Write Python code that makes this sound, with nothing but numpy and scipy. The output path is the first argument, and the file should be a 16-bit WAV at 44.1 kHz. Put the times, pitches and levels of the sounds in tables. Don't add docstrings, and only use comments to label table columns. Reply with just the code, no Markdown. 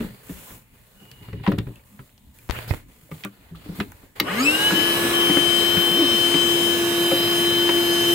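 import sys
import numpy as np
from scipy import signal
from scipy.fft import rfft, irfft, next_fast_len
from scipy.io import wavfile
from scipy.ndimage import uniform_filter1d

SR = 44100
rng = np.random.default_rng(int(sys.argv[2]) if len(sys.argv) > 2 else 0)


def volts_from_db(level):
    exponent = np.asarray(level, float) / 20
    return 10 ** exponent


def dump(signal):
    limited = np.clip(np.atleast_2d(signal).T, -1, 1)
    pcm = np.round(limited * 32767).astype(np.int16)
    wavfile.write(sys.argv[1], SR, pcm)


N = 358974
TIME = np.arange(N) / SR

# start_s, shaft_hz
RAMP = [
    (4.2, 62.1),
    (4.24, 114.2),
    (4.3, 165.5),
    (4.335, 197),
    (4.4, 247.8),
    (4.45, 283),
]
# start_s, shaft_hz
LOAD = [
    (5.1, 343.1),
    (5.5, 343.6),
    (6.85, 343.4),
    (7.0, 343.7),
    (7.75, 343.9),
    (8.14, 343.4),
]
SETTLE_S, FULL_HZ, BLADES = 0.14, 343.5, 9
SHAFT_DB, SHAFT_LOSS_DB, BLADE_LOSS_DB = -28.5, 9, 11.5
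# order_ratio, level_db
ORDERS_DB = [(2, -43.5), (2.632, -45.5), (4.325, -54.5), (7, -59), (8, -46), (10, -44), (11, -55),
             (12, -48.5), (15, -51), (16, -60), (17, -56), (19, -58), (20, -61), (22, -62), (23, -59),
             (25, -60)]
# level_db, loss_db (per squared halving of speed)
OVERTONES = [(-55, 10), (-46, 30), (-44.5, 70), (-50, 120)]
# order_number, pitch_hz, width_hz, level_db
SWELLS = [(3, 868, 44, 28), (7, 1650, 210, 39), (7, 1790, 91, 26), (12, 2900, 530, 21), (18, 4480, 180, 20),
          (18, 4860, 250, 25), (18, 5240, 580, 15.5), (18, 5860, 400, 17), (27, 6800, 550, 17.5),
          (27, 7740, 440, 11.5), (27, 8550, 330, 12)]
# start_s, level_db
FIFTH = [(4.25, -50), (4.33, -43), (4.37, -35), (4.4, -32.5), (4.413, -22.5), (4.425, -34), (4.49, -47),
         (4.53, -38.5), (4.67, -31.5), (4.76, -38), (4.86, -35), (5.05, -37.5), (5.2, -39), (5.5, -42),
         (6.2, -42), (6.4, -42), (7.4, -40), (8.14, -40)]
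# pitch_hz, width_hz, level_db
CANISTER = [(185, 40, 9), (259.6, 75, 14.5), (326, 15, -8)]
# pitch_hz, width_hz, level_db
STANDING = [(2150, 130, 7), (2440, 210, -6), (2596, 70, 8), (2880, 22, -7), (3020, 7.3, -13),
            (2680, 120, 14), (2828, 29, 9), (2969, 67, 12), (3023, 24, 7)]
# start_s, level_db, left_minus_right_db, left_lag_rad
WHINE = [(4.2, -28, 11.5, 2.2), (4.71, -28.5, 1, 1.67), (4.8, -27.5, 15.5, 2.8), (4.92, -24.5, 4.5, 4.05),
         (5.0, -34, -8, 2.6), (5.1, -33, -3, 2), (5.14, -24, 7.5, 2.3), (5.25, -20.5, 4.5, 2.14),
         (5.38, -24, 14, 1.2), (6.05, -22, 5.5, 1.04), (6.42, -24, 14.5, .2), (6.58, -28, 14, 3.1),
         (6.74, -29, 17, 1.87), (6.86, -32, -8, 1.1), (7.05, -25, 0, 0.8), (7.35, -24, 3, 1.37),
         (7.7, -23, 5.5, 0.55), (8.14, -22.5, 2.5, 0.2)]
# centre_s, width_s, level_db
FADES = [
    (4.722, 0.019, -16),
    (5.12, .015, -15),
    (6.261, .04, 1.5),
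    (6.307, 0.043, -3),
    (7.275, .12, -0.5),
    (7.86, 0.15, -4),
]
# start_s, air_db, hum_db, left_minus_right_db
POSE = [
    (4.2, 0, -11.5, 0.5),
    (4.5, 0, -3, 2.5),
    (5.25, 1, 1, 3.5),
    (5.45, -1, 1, 6),
    (6.1, -1, 0.5, 2.5),
    (6.6, -2, 3, 1.5),
    (8.14, -2, 5, 2.5),
]
# start_s, pitch_hz, level_db
SQUEALS = [
    [(4.281, 1435, -42), (4.292, 1700, -29), (4.303, 2000, -31), (4.316, 2150, -38)],
    [(4.274, 1093, -40), (4.284, 1240, -28), (4.312, 1260, -35)],
    [(4.262, 1500, -44), (4.28, 1850, -35), (4.29, 1800, -42)],
]

# pitch_hz, density_db (per Hz)
AIR_COLOUR = [(40, -20), (100, -4), (250, 0), (450, -4.5), (700, -11.5), (1000, -15), (2400, -12),
              (3300, -12.5), (4500, -15.5), (6300, -19.5), (8500, -15), (10200, -17), (12500, -14.5),
              (15800, -20.5)]
# pitch_hz, likeness_0_to_1
AIR_ALIKE = [(60, 0.7), (130, 0.99), (290, 0.91), (640, 0.17), (1410, 0.24), (3100, 0.06), (6820, 0.4),
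             (9000, 0.55), (15000, 0.55)]
# pitch_hz, width_hz, level_db
DUCTS = [(1115, 157, 7), (1468, 90, 6), (2940, 200, 4), (3180, 190, -1.5), (3960, 550, 9), (4420, 240, -6),
         (5280, 1180, 8), (6340, 250, 0.5), (6390, 240, 4), (7200, 400, -2.5), (7630, 320, 3.5)]
# pitch_hz, lag_rad
PORTS = [(1100, 0), (3400, .6), (6700, 4 * np.pi)]
ROAR_DB, RUSH_DB, HISS_DB, HISS_LOSS_DB = -34, -28.5, -31, 12
RUSH_STARTS_S, RUSH_RISE_S, RUSH_TOP_HZ = 4.24, 0.035, 1930

# start_s, peak_db, ring_hz, clatter_db (over ring), t60_s
THUMPS = [(0.004, -18, 235, -12, 0.089), (0.038, -25, 200, -15, 0.15), (0.292, -25.5, 260, -12, 0.097),
          (0.319, -34, 70, -30, .25), (0.503, -39, 111.4, 1, 0.35), (1.013, -41, 200, -20, 0.11),
          (1.04, -43, 114, -30, 0.18), (1.209, -37.5, 107, -15, .15), (1.283, -30.5, 118, -9, 0.17),
          (1.329, -22.5, 111.7, -14, 0.31), (1.396, -31.5, 152, -12, 0.17), (1.477, -9, 198, -13, .07),
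          (1.498, -20, 200, -32, 0.13), (1.519, -18.5, 114.5, -7.5, 0.34), (1.53, -19, 270, -25, .08),
          (1.583, -18, 115, -9, 0.21), (1.667, -24.5, 126, -15, 0.069), (1.69, -28.5, 111, -31, 0.19),
          (1.99, -35, 133.4, -4, .15), (2.516, -29, 62, -40, .07), (2.7115, -19.5, 83.5, -40, 0.064),
          (3.113, -27.5, 158.6, -7, 0.18), (3.244, -27, 195, 0, 0.24), (3.512, -31, 163, -34, .25),
          (3.657, -33.5, 297, -14, .1), (3.69, -25.5, 177, -28, 0.084), (3.716, -29.5, 200, -30, 0.12),
          (3.786, -22.5, 193, -20, 0.079), (3.8, -16, 201, -1.5, 0.11), (4.029, -41, 270, -7, 0.1),
          (4.207, -18.5, 340, -18, 0.032), (4.226, -25, 295, -13, 0.05), (4.721, -18.5, 303, -1, 0.095),
          (4.772, -19.5, 309, -20, 0.14), (5.294, -12.5, 300, -8, 0.096), (5.366, -11, 291, -4, 0.088),
          (5.769, -17, 179.6, 2, 0.076), (6.34, -13, 283, -2.5, 0.11), (7.114, -14.5, 514, -7, 0.11),
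          (7.689, -17.5, 352, 4.5, 0.1)]
# pitch_ratio, level_db, t60_share
PANEL = [(1, 0, 0.9), (0.591, -8.5, 0.85), (1.5, -8.5, 0.66), (2.6, -17, 0.6), (3.9, -22.5, 0.44)]
# start_s, peak_db, pitch_hz, top_db (over body), left_minus_right_db
TICKS = [(1.1143, -35.5, 2900, 1.5, 0), (1.437, -36, 1780, -19, -4), (1.4644, -18, 1460, -25, 5),
         (1.4672, -18, 1100, -25, -1), (1.4748, -23.5, 2170, -25, 0), (1.518, -20, 1050, -9, 0),
         (1.58, -32, 900, -20, -3), (1.5846, -29, 2740, 0, -4), (1.7572, -44, 2680, 4, -1),
         (1.587, -25, 2460, -6, 5), (2.0925, -47, 1930, -14, 0), (2.1776, -44, 3550, -15, -1),
         (2.387, -46, 2360, 8, -1), (2.5097, -30, 2530, -5, 18), (2.588, -26.5, 1510, -8, -11),
         (2.627, -33, 2370, -21, 0), (2.709, -26, 1600, -24, -16), (3.236, -27, 2500, -20, -1),
         (3.241, -29, 2300, -20, 2), (3.249, -24, 1520, 0.5, -6), (3.556, -43, 2500, -25, 4),
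         (3.118, -44, 1150, -15, -1), (3.8013, -23.5, 1230, -6, -7), (4.707, -13, 1098, -15, 0),
         (5.371, -15, 1100, -25, 2), (7.112, -19, 1400, -25, 3), (3.919, -35.5, 1260, 2, 0),
         (4.16, -42, 1390, -9, -2)]
# start_s, peak_db, pitch_hz, t60_s
CLINKS = [(0.06, -30.5, 190.4, .2), (0.3, -32.5, 180, .25), (5.295, -26, 190, .1), (5.37, -21, 485, .08),
          (7.692, -25, 1900, .05), (0.471, -52, 1030, 0.26), (1.474, -21, 937, .06), (1.484, -31, 500, .1),
          (1.519, -28, 555, 0.11), (1.58, -25, 328, .06), (1.7572, -46, 2680, 0.026),
          (1.795, -52, 2300, .03), (1.992, -42, 1300, 0.042), (2.387, -50, 2420, .04),
          (3.116, -43, 1200, .06), (3.237, -32, 2440, 0.055), (3.25, -33, 1420, 0.057),
          (3.253, -33, 1150, .045), (3.548, -41, 1200, .03), (3.092, -45, 550, .03), (3.113, -34, 484, .07),
          (3.255, -36, 563, 0.06), (1.584, -21, 200, 0.13), (1.44, -34, 800, 0.046),
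          (3.802, -31, 1220, .06), (3.802, -33, 1750, 0.066), (3.801, -30, 2504, .05),
          (4.721, -21, 185, .15), (7.118, -23, 250, .12), (7.12, -27, 119.1, 0.13), (7.236, -28, 106, 0.31),
          (7.69, -22, 903, .08)]
# pitch_hz, level_db, t60_s
SWITCH = [(1254, -9, 0.028), (1950, -7, 0.033), (2126, -3.5, .04), (2900, -7, 0.022), (4020, -2, 0.023),
          (4410, -10, .02), (12060, -1.5, .02), (15900, -1, .02)]
SWITCH_S, SWITCH_DB = 4.1995, -2.5
THUD_DB, THUD_HZ, THUD_T60_S = -10, 310, 0.13
CLATTER_HZ, CLATTER_OCT_PER_DB = 1150, 0.04
BAY_T60_S, BAY_DB = 0.1, -12.5
# start_s, peak_db, pitch_hz, left_minus_right_db, t60_s
BUMPS = [
    (2.496, -19.5, 62, 18.5, 0.053),
    (2.588, -35, 92, 7, 0.065),
    (2.7087, -12, 96, -12, 0.041),
    (2.738, -32, 59.2, -18, 0.044),
]
# start_s, peak_db, push_ms, left_minus_right_db
TAPS = [
    (2.4913, -24, 0.09, -5),
    (2.4974, -14, 0.17, 13),
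    (2.5007, -17.5, 0.07, 18),
    (2.5093, -12.5, 0.051, 17),
    (2.588, -22, 0.22, -12),
    (2.594, -32, .1, -5),
    (2.7093, -28, 0.2, -8),
    (2.7385, -21, 0.12, -16),
    (2.745, -25.5, 0.18, -14),
]

# start_s, rib_hz, level_db
ZIP = [
    (5.9, 160, -58),
    (5.93, 180, -28),
    (5.98, 273, -24.5),
    (6.01, 340, -31),
    (6.05, 263, -22),
    (6.085, 178, -49),
    (6.115, 250, -42),
    (6.15, 218, -22),
    (6.19, 140, -48),
]
# start_s, length_s, level_db, from_hz, to_hz
RUBS = [
    (2.543, .05, -38, 1890, 3310),
    (2.54, 0.038, -39.5, 1000, 1700),
    (2.68, 0.041, -42, 4300, 4600),
    (3.138, 0.021, -55, 3520, 3300),
    (3.395, .09, -63, 2350, 2400),
    (3.552, .025, -57, 2500, 4530),
    (3.64, 0.19, -60.5, 4750, 4700),
    (3.58, 0.091, -63, 2610, 2820),
    (4.851, 0.56, -37, 1102, 1108),
]
# start_s, length_s, level_db, cloth_db (over hose)
STROKES = [(0, 0.045, -45, -2), (0.097, 0.15, -56, 0), (0.23, .04, -58, 6), (0.262, .03, -54, 4),
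           (0.29, .25, -51, 4.5), (0.734, 0.3, -64, 1.5), (0.996, 0.25, -60, -0.5),
           (1.222, 0.08, -55.5, -7), (1.345, .08, -59, -13), (1.433, 0.071, -43.5, -12),
           (1.578, 0.2, -58.5, -5), (1.847, 0.22, -65, 5), (2.06, 0.12, -73, -2), (2.338, 0.2, -62, 4.5),
           (2.517, .11, -41.5, -5.5), (2.674, 0.065, -44.5, -1.5), (2.882, 0.2, -63, 2.5),
           (3.107, 0.12, -55.5, 2.5), (3.306, 0.2, -60.5, -4), (3.547, .08, -56.5, -3.5),
           (3.638, 0.11, -53.5, -4), (3.75, 0.056, -48.5, 0), (3.863, 0.18, -58.5, -1),
           (4.154, 0.044, -47.5, -6)]
# pitch_hz, density_db (per Hz)
HANDS_COLOUR = [(15, -33), (25, 2), (123, -4.5), (170, -9), (222, -6), (403, -13.5), (791, -20.5),
                (905, -17), (1180, -20), (2810, -22), (5980, -28.5), (12100, -27), (15800, -24)]
# pitch_hz, likeness_0_to_1
HANDS_ALIKE = [(60, 0.8), (130, 0.98), (290, 0.82), (640, 0.27), (1410, 0), (3100, 0), (6000, 0),
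               (7500, 0.74), (15000, 0.84)]
# pitch_hz, width_hz, level_db
HOLLOW = [(117, 22, 6), (200, 36, 2.5), (1300, 620, -1), (2000, 440, 2)]
# rumble_db, scrape_db, rustle_db
YARD_DB = (-54.5, -66.5, -64.5)
STROKE_IN_S, STROKE_OUT_S, HANDS_OFF_S = 0.0082, 0.14, 4.3
SHAKE_DB, SHAKE_T60_S, DRAG_DB = -19, 0.57, 2
# start_s, level_db
WHISTLE = [
    (.93, -72),
    (1.0, -58),
    (1.38, -57),
    (1.45, -62),
]


def motor():
    hz = shaft_hz()
    halvings = np.log2(FULL_HZ / hz)
    hum_db = curves(POSE)[1]
    blade_db, blade_pan_db, blade_lag = curves(WHINE)
    turn = 2 * np.pi * np.cumsum(hz * (1 + 0.0003 * walk(25))) / SR
    gliding = np.clip(9.0 * (1 - hz / FULL_HZ), 0, 1)

    def tone(order, db, pan_db, lag):
        path = [row[1:] for row in SWELLS if round(row[0]) == round(order)]
        db = db + gliding * (humps(order * hz, path) + 1.05 * walk(45))
        return np.sqrt(2) * volts_from_db(db) * pan(np.sin(order * turn - np.array([lag, 0 * lag])), pan_db)

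    shaft_db = SHAFT_DB + hum_db - SHAFT_LOSS_DB * halvings + humps(hz, CANISTER)
    shaft_db = shaft_db + walk(30) + 0.29 * walk(5.4)
    out = tone(1, shaft_db, 1.3 + 0.16 * walk(1.8), 0.34 * walk(1.826))

    fifth_db = curves(FIFTH)[0] + 3.6 + walk(6) + 1.5 * walk(20) + 2.5 * gliding * walk(70)
    out += tone(5, fifth_db, 1.6 * walk(3.1), 1.4 + 0.15 * walk(2.2))

    blade_db = blade_db - BLADE_LOSS_DB * halvings + humps(BLADES * hz, STANDING)
    blade_db = blade_db + humps(TIME, FADES) + 0.56 * walk(30)
    out += tone(BLADES, blade_db, blade_pan_db, blade_lag)
    for harmonic, (db, loss_db) in enumerate(OVERTONES, 2):
        db = db - loss_db * halvings ** 2 + 1.5 * walk(3) + 2.6 * walk(14)
        out += tone(BLADES * harmonic, db, 1.8 * walk(3.3), 0.3 * walk(1.5))

    for order, db in ORDERS_DB:
        db = db + (order == 2) * (hum_db - 2)
        db = db - (6.8 + 0.4 * order) * gliding + 1.8 * walk(5)
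        out += tone(order, db, 2.2 * walk(2), min(order / 8, 0.6) * walk(1.5))
    return out * while_on(POSE) + sum(glide(squeal, 0.032, -25) for squeal in SQUEALS)


def shaft_hz():
    load = curves(LOAD)[0]
    end_s, end_hz = RAMP[-1]
    settling = load - (load - end_hz) * np.exp(-np.maximum(TIME - end_s, 0) / SETTLE_S)
    return np.where(TIME < end_s, curves(RAMP)[0], settling)


def air():
    near_db, hum_db, pan_db = curves(POSE)
    speed = shaft_hz() / FULL_HZ
    flow = np.clip((TIME - RUSH_STARTS_S) / RUSH_RISE_S, 0.15, 1)
    roar = wash(AIR_COLOUR, AIR_ALIKE, 36.0, 300, 1.7)
    roar = volts_from_db(ROAR_DB + near_db + 0.27 * hum_db) * roar
    rush = wash(AIR_COLOUR, AIR_ALIKE, 393, 3200, 0.59, DUCTS, count=5, rate=6)
    rush = volts_from_db(RUSH_DB + near_db) * flow * rush
    top = butter(rush, 1, RUSH_TOP_HZ, "high")
    rush = rush - top * (1 - np.clip(speed, 0, 1) ** 0.94)
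    hiss = wash(AIR_COLOUR, AIR_ALIKE, 3600, 16500, 3.0, DUCTS, count=18, rate=7)
    hiss = volts_from_db(HISS_DB + 0.51 * near_db + HISS_LOSS_DB * np.log2(speed)) * hiss
    return (roar + pan(rush, pan_db) + pan(hiss, 1.2)) * while_on(POSE)


def knocks():
    out = np.zeros((2, N))
    for s, db, hz, clatter_db, t60 in THUMPS:
        octaves = CLATTER_OCT_PER_DB * np.clip(db + clatter_db + 31, -15, 5)
        modes = [(hz * ratio, mode_db, t60 * share) for ratio, mode_db, share in PANEL]
        body = ring(modes, 0.018 * rng.standard_normal(8), 0.0058)
        thud = crack(THUD_HZ, 1.48, THUD_T60_S).mean(0)
        add(out, volts_from_db(db) * pan(body + volts_from_db(THUD_DB) * thud, 1.4), s)
        add(out, volts_from_db(db + clatter_db) * crack(CLATTER_HZ * 2 ** octaves, 2.44, 0.042), s)
    for s, db, hz, top_db, pan_db in TICKS:
        tick = crack(hz, 1.67, 0.013) + volts_from_db(top_db) * crack(10500, 1.6, 0.004)
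        add(out, volts_from_db(db) * pan(tick, pan_db), s)
    for s, db, hz, t60 in CLINKS:
        modes = [(hz, 0, t60), (1.07 * hz, -5, t60)]
        clink = np.array([ring(modes, 0.017 * rng.standard_normal(2), 0.0026) for _ in "lr"])
        add(out, volts_from_db(db) * clink, s)
    snap = np.array([ring(SWITCH, 0.013 * rng.standard_normal(8), 0.00032) for _ in "lr"])
    add(out, volts_from_db(SWITCH_DB) * (snap + 0.34 * crack(2240, 2.3, 0.033)), SWITCH_S)
    return out


def bay_echo(hits):
    t = np.arange(SR // 2) / SR
    alike, apart = rng.standard_normal((2, len(t)))
    apart = butter(apart, 1, 450, "high")
    tail = signal.lfilter([0.4], [1, -0.6], [alike + apart, alike - apart])
    tail = tail * 1000. ** (-t / BAY_T60_S) * (t > 0.004)
    tail = tail / np.sqrt(np.sum(tail ** 2) / 2)
    return volts_from_db(BAY_DB) * signal.fftconvolve(hits, tail, axes=1)[:, :N]


def bumps():
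    out = np.zeros((2, N))
    for s, db, hz, pan_db, t60 in BUMPS:
        modes = [(hz, 0, t60), (2.0 * hz, -3, 0.15 * t60), (5.9 * hz, -9, 0.27 * t60)]
        add(out, -volts_from_db(db) * pan(ring(modes, np.zeros(3), 0.00062), pan_db), s)
    return out


def taps():
    out = np.zeros((2, N))
    t_ms = np.arange(400) / SR * 1000
    for s, db, push_ms, pan_db in TAPS:
        push = t_ms / push_ms
        pulse = push * np.exp(1 - push) - 0.3 * push / 4 * np.exp(1 - push / 4)
        add(out, -volts_from_db(db) * pan(pulse, pan_db), s)
    return out


def hose_zip():
    return volts_from_db(2.8 * walk(90)) * glide(ZIP, 0.0239, -17)


def rubs():
    out = np.zeros((2, N))
    for s, length, db, from_hz, to_hz in RUBS:
        share = np.arange(int(length * SR)) / (length * SR)
        turn = 2 * np.pi * np.cumsum(from_hz + (to_hz - from_hz) * share) / SR
        slow = butter(rng.standard_normal((2, 2, SR)), 2, 0.2 * from_hz, "low")
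        a, b = slow[..., 500:len(share) + 500]
        y = a * np.sin(turn) + b * np.cos(turn)
        add(out, volts_from_db(db) * y / y.std() * np.sqrt(np.sin(np.pi * share)), s)
    return out


def hands():
    shake, drag, cloth = (volts_from_db(db) ** 2 for db in YARD_DB)
    for s, length, db, cloth_db in STROKES:
        rise = (TIME - s) / STROKE_IN_S + 0.5
        fall = (s + length - TIME) / STROKE_OUT_S + 1
        power = volts_from_db(db) ** 2 * np.clip(np.minimum(rise, fall), 0, 1) ** 4
        shake = shake + volts_from_db(DRAG_DB) ** 2 * power
        drag = drag + power
        cloth = cloth + volts_from_db(cloth_db) ** 2 * power
    for s, db, *_ in THUMPS:
        decay_db = 60 * np.abs(TIME - s) / SHAKE_T60_S
        shake = shake + (TIME > s) * volts_from_db(db + SHAKE_DB - decay_db) ** 2
    slips = volts_from_db(1.5 * rng.exponential(size=N // 128 + 1)).repeat(128)[:N]
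    slips = uniform_filter1d(slips, 200)
    slips = slips / np.sqrt(np.mean(slips ** 2))
    rumble = wash(HANDS_COLOUR, HANDS_ALIKE, 26.4, 300, 3.8, HOLLOW)
    rumble = np.sqrt(shake) * volts_from_db(2.45 * walk(25.08)) * rumble
    scrape = np.sqrt(drag) * slips * wash(HANDS_COLOUR, HANDS_ALIKE, 400, 5200, 1.8, HOLLOW, count=4)
    rustle = wash(HANDS_COLOUR, HANDS_ALIKE, 6200, 19000, 0.65)
    rustle = np.sqrt(cloth) * volts_from_db(0.7) * slips ** 0.5 * rustle
    return (rumble + scrape + rustle) * np.clip((HANDS_OFF_S - TIME) / 0.1, 0, 1)


def whistle():
    y = butter(rng.standard_normal((2, N)), 2, [2850, 2950], "band")
    return volts_from_db(curves(WHISTLE)[0]) * y / y.std() * while_on(WHISTLE)


def wash(colour, alike, lo_hz, hi_hz, flicker_db, ducts=(), count=2, rate=9):
    size = next_fast_len(N)
    hz = np.arange(1, size // 2 + 2) * SR / size
    shape = volts_from_db(on_log(hz, colour) + humps(hz, ducts))
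    c = np.clip(on_log(hz, alike), 0, 1)
    mid, side = rfft(rng.standard_normal((2, size))) * shape * np.sqrt([1 + c, 1 - c])
    ports = np.array([(mid + side) * np.exp(-1j * on_log(hz, PORTS)), mid - side])
    out = 0
    for k in range(int(count * np.log2(hi_hz / lo_hz)) + 1):
        band = np.cos(np.pi / 2 * np.clip(count * np.log2(hz / lo_hz) - k, -1, 1))
        out = out + irfft(ports * band, size)[:, :N] * volts_from_db(flicker_db * walk(rate))
    return out / np.sqrt(np.mean(out.mean(0) ** 2))


def glide(table, rough, second_db):
    hz, db = curves(table)
    turn = 2 * np.pi * np.cumsum(hz * (1 + rough * walk(60))) / SR
    wave = np.sin(turn) + volts_from_db(second_db) * np.sin(2 * turn)
    return np.sqrt(2) * volts_from_db(db + 3.7 * walk(40)) * wave * while_on(table)


def ring(modes, jitter, push_s):
    t = np.arange(SR // 2) / SR
    y = 0
    for (hz, db, t60), detune in zip(modes, jitter):
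        y = y + volts_from_db(db) * np.sin(2 * np.pi * hz * (1 + detune) * t) * 1000. ** (-t / t60)
    y = y * np.minimum(t / push_s, 1)
    return y / np.abs(y).max()


def crack(hz, width, t60):
    t = np.arange(SR // 2) / SR
    y = rng.standard_normal(len(t)) + 1.1 * rng.standard_normal((2, len(t)))
    y = y * np.minimum(t / (0.071 * t60), 1) * 1000. ** (-t / t60)
    y = butter(y, 3, [hz / width, min(hz * width, 20000)], "band")
    return y / np.abs(y.mean(0)).max()


def humps(hz, table):
    return sum(db / (1 + (2 * (hz - f) / w) ** 2) for f, w, db in table)


def walk(rate):
    k = int(SR / rate)
    steps = np.repeat(rng.standard_normal(N // k + 1), k)
    return 1.42 * uniform_filter1d(uniform_filter1d(steps, k), k)[:N]


def butter(x, order, hz, kind):
    return signal.sosfilt(signal.butter(order, hz, kind, fs=SR, output="sos"), x)


def pan(x, left_minus_right_db):
    half = np.atleast_1d(left_minus_right_db) / 2
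    return x * volts_from_db(np.array([half, -half]))


def curves(table):
    s, *columns = np.transpose(table)
    return [np.interp(TIME, s, c) for c in columns]


def while_on(table):
    return np.clip((TIME - table[0][0]) / 0.009, 0, 1) * (TIME <= table[-1][0] + 0.01)


def on_log(hz, table):
    table_hz, value = np.transpose(table)
    return np.interp(np.log(hz), np.log(np.maximum(table_hz, 1)), value)


def add(out, sound, s):
    i = int(s * SR)
    out[:, i:i + sound.shape[1]] += sound[:, :N - i]


def scene():
    hits = knocks()
    struck = hits + bay_echo(hits) + bumps() + taps()
    rubbed = hose_zip() + rubs() + hands()
    return motor() + air() + struck + rubbed + whistle()


def top_cut(x):
    return signal.sosfilt(signal.butter(12, 16000, fs=SR, output="sos"), x)


def record(dry):
    x = butter(dry, 2, 38, "high")
    x = signal.sosfilt(signal.ellip(10, 0.2, 70, 15740, fs=SR, output="sos"), x)
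    mix = np.clip(x, -1, 1)
    return top_cut(mix)


dry = scene()
out = record(dry)
dump(out)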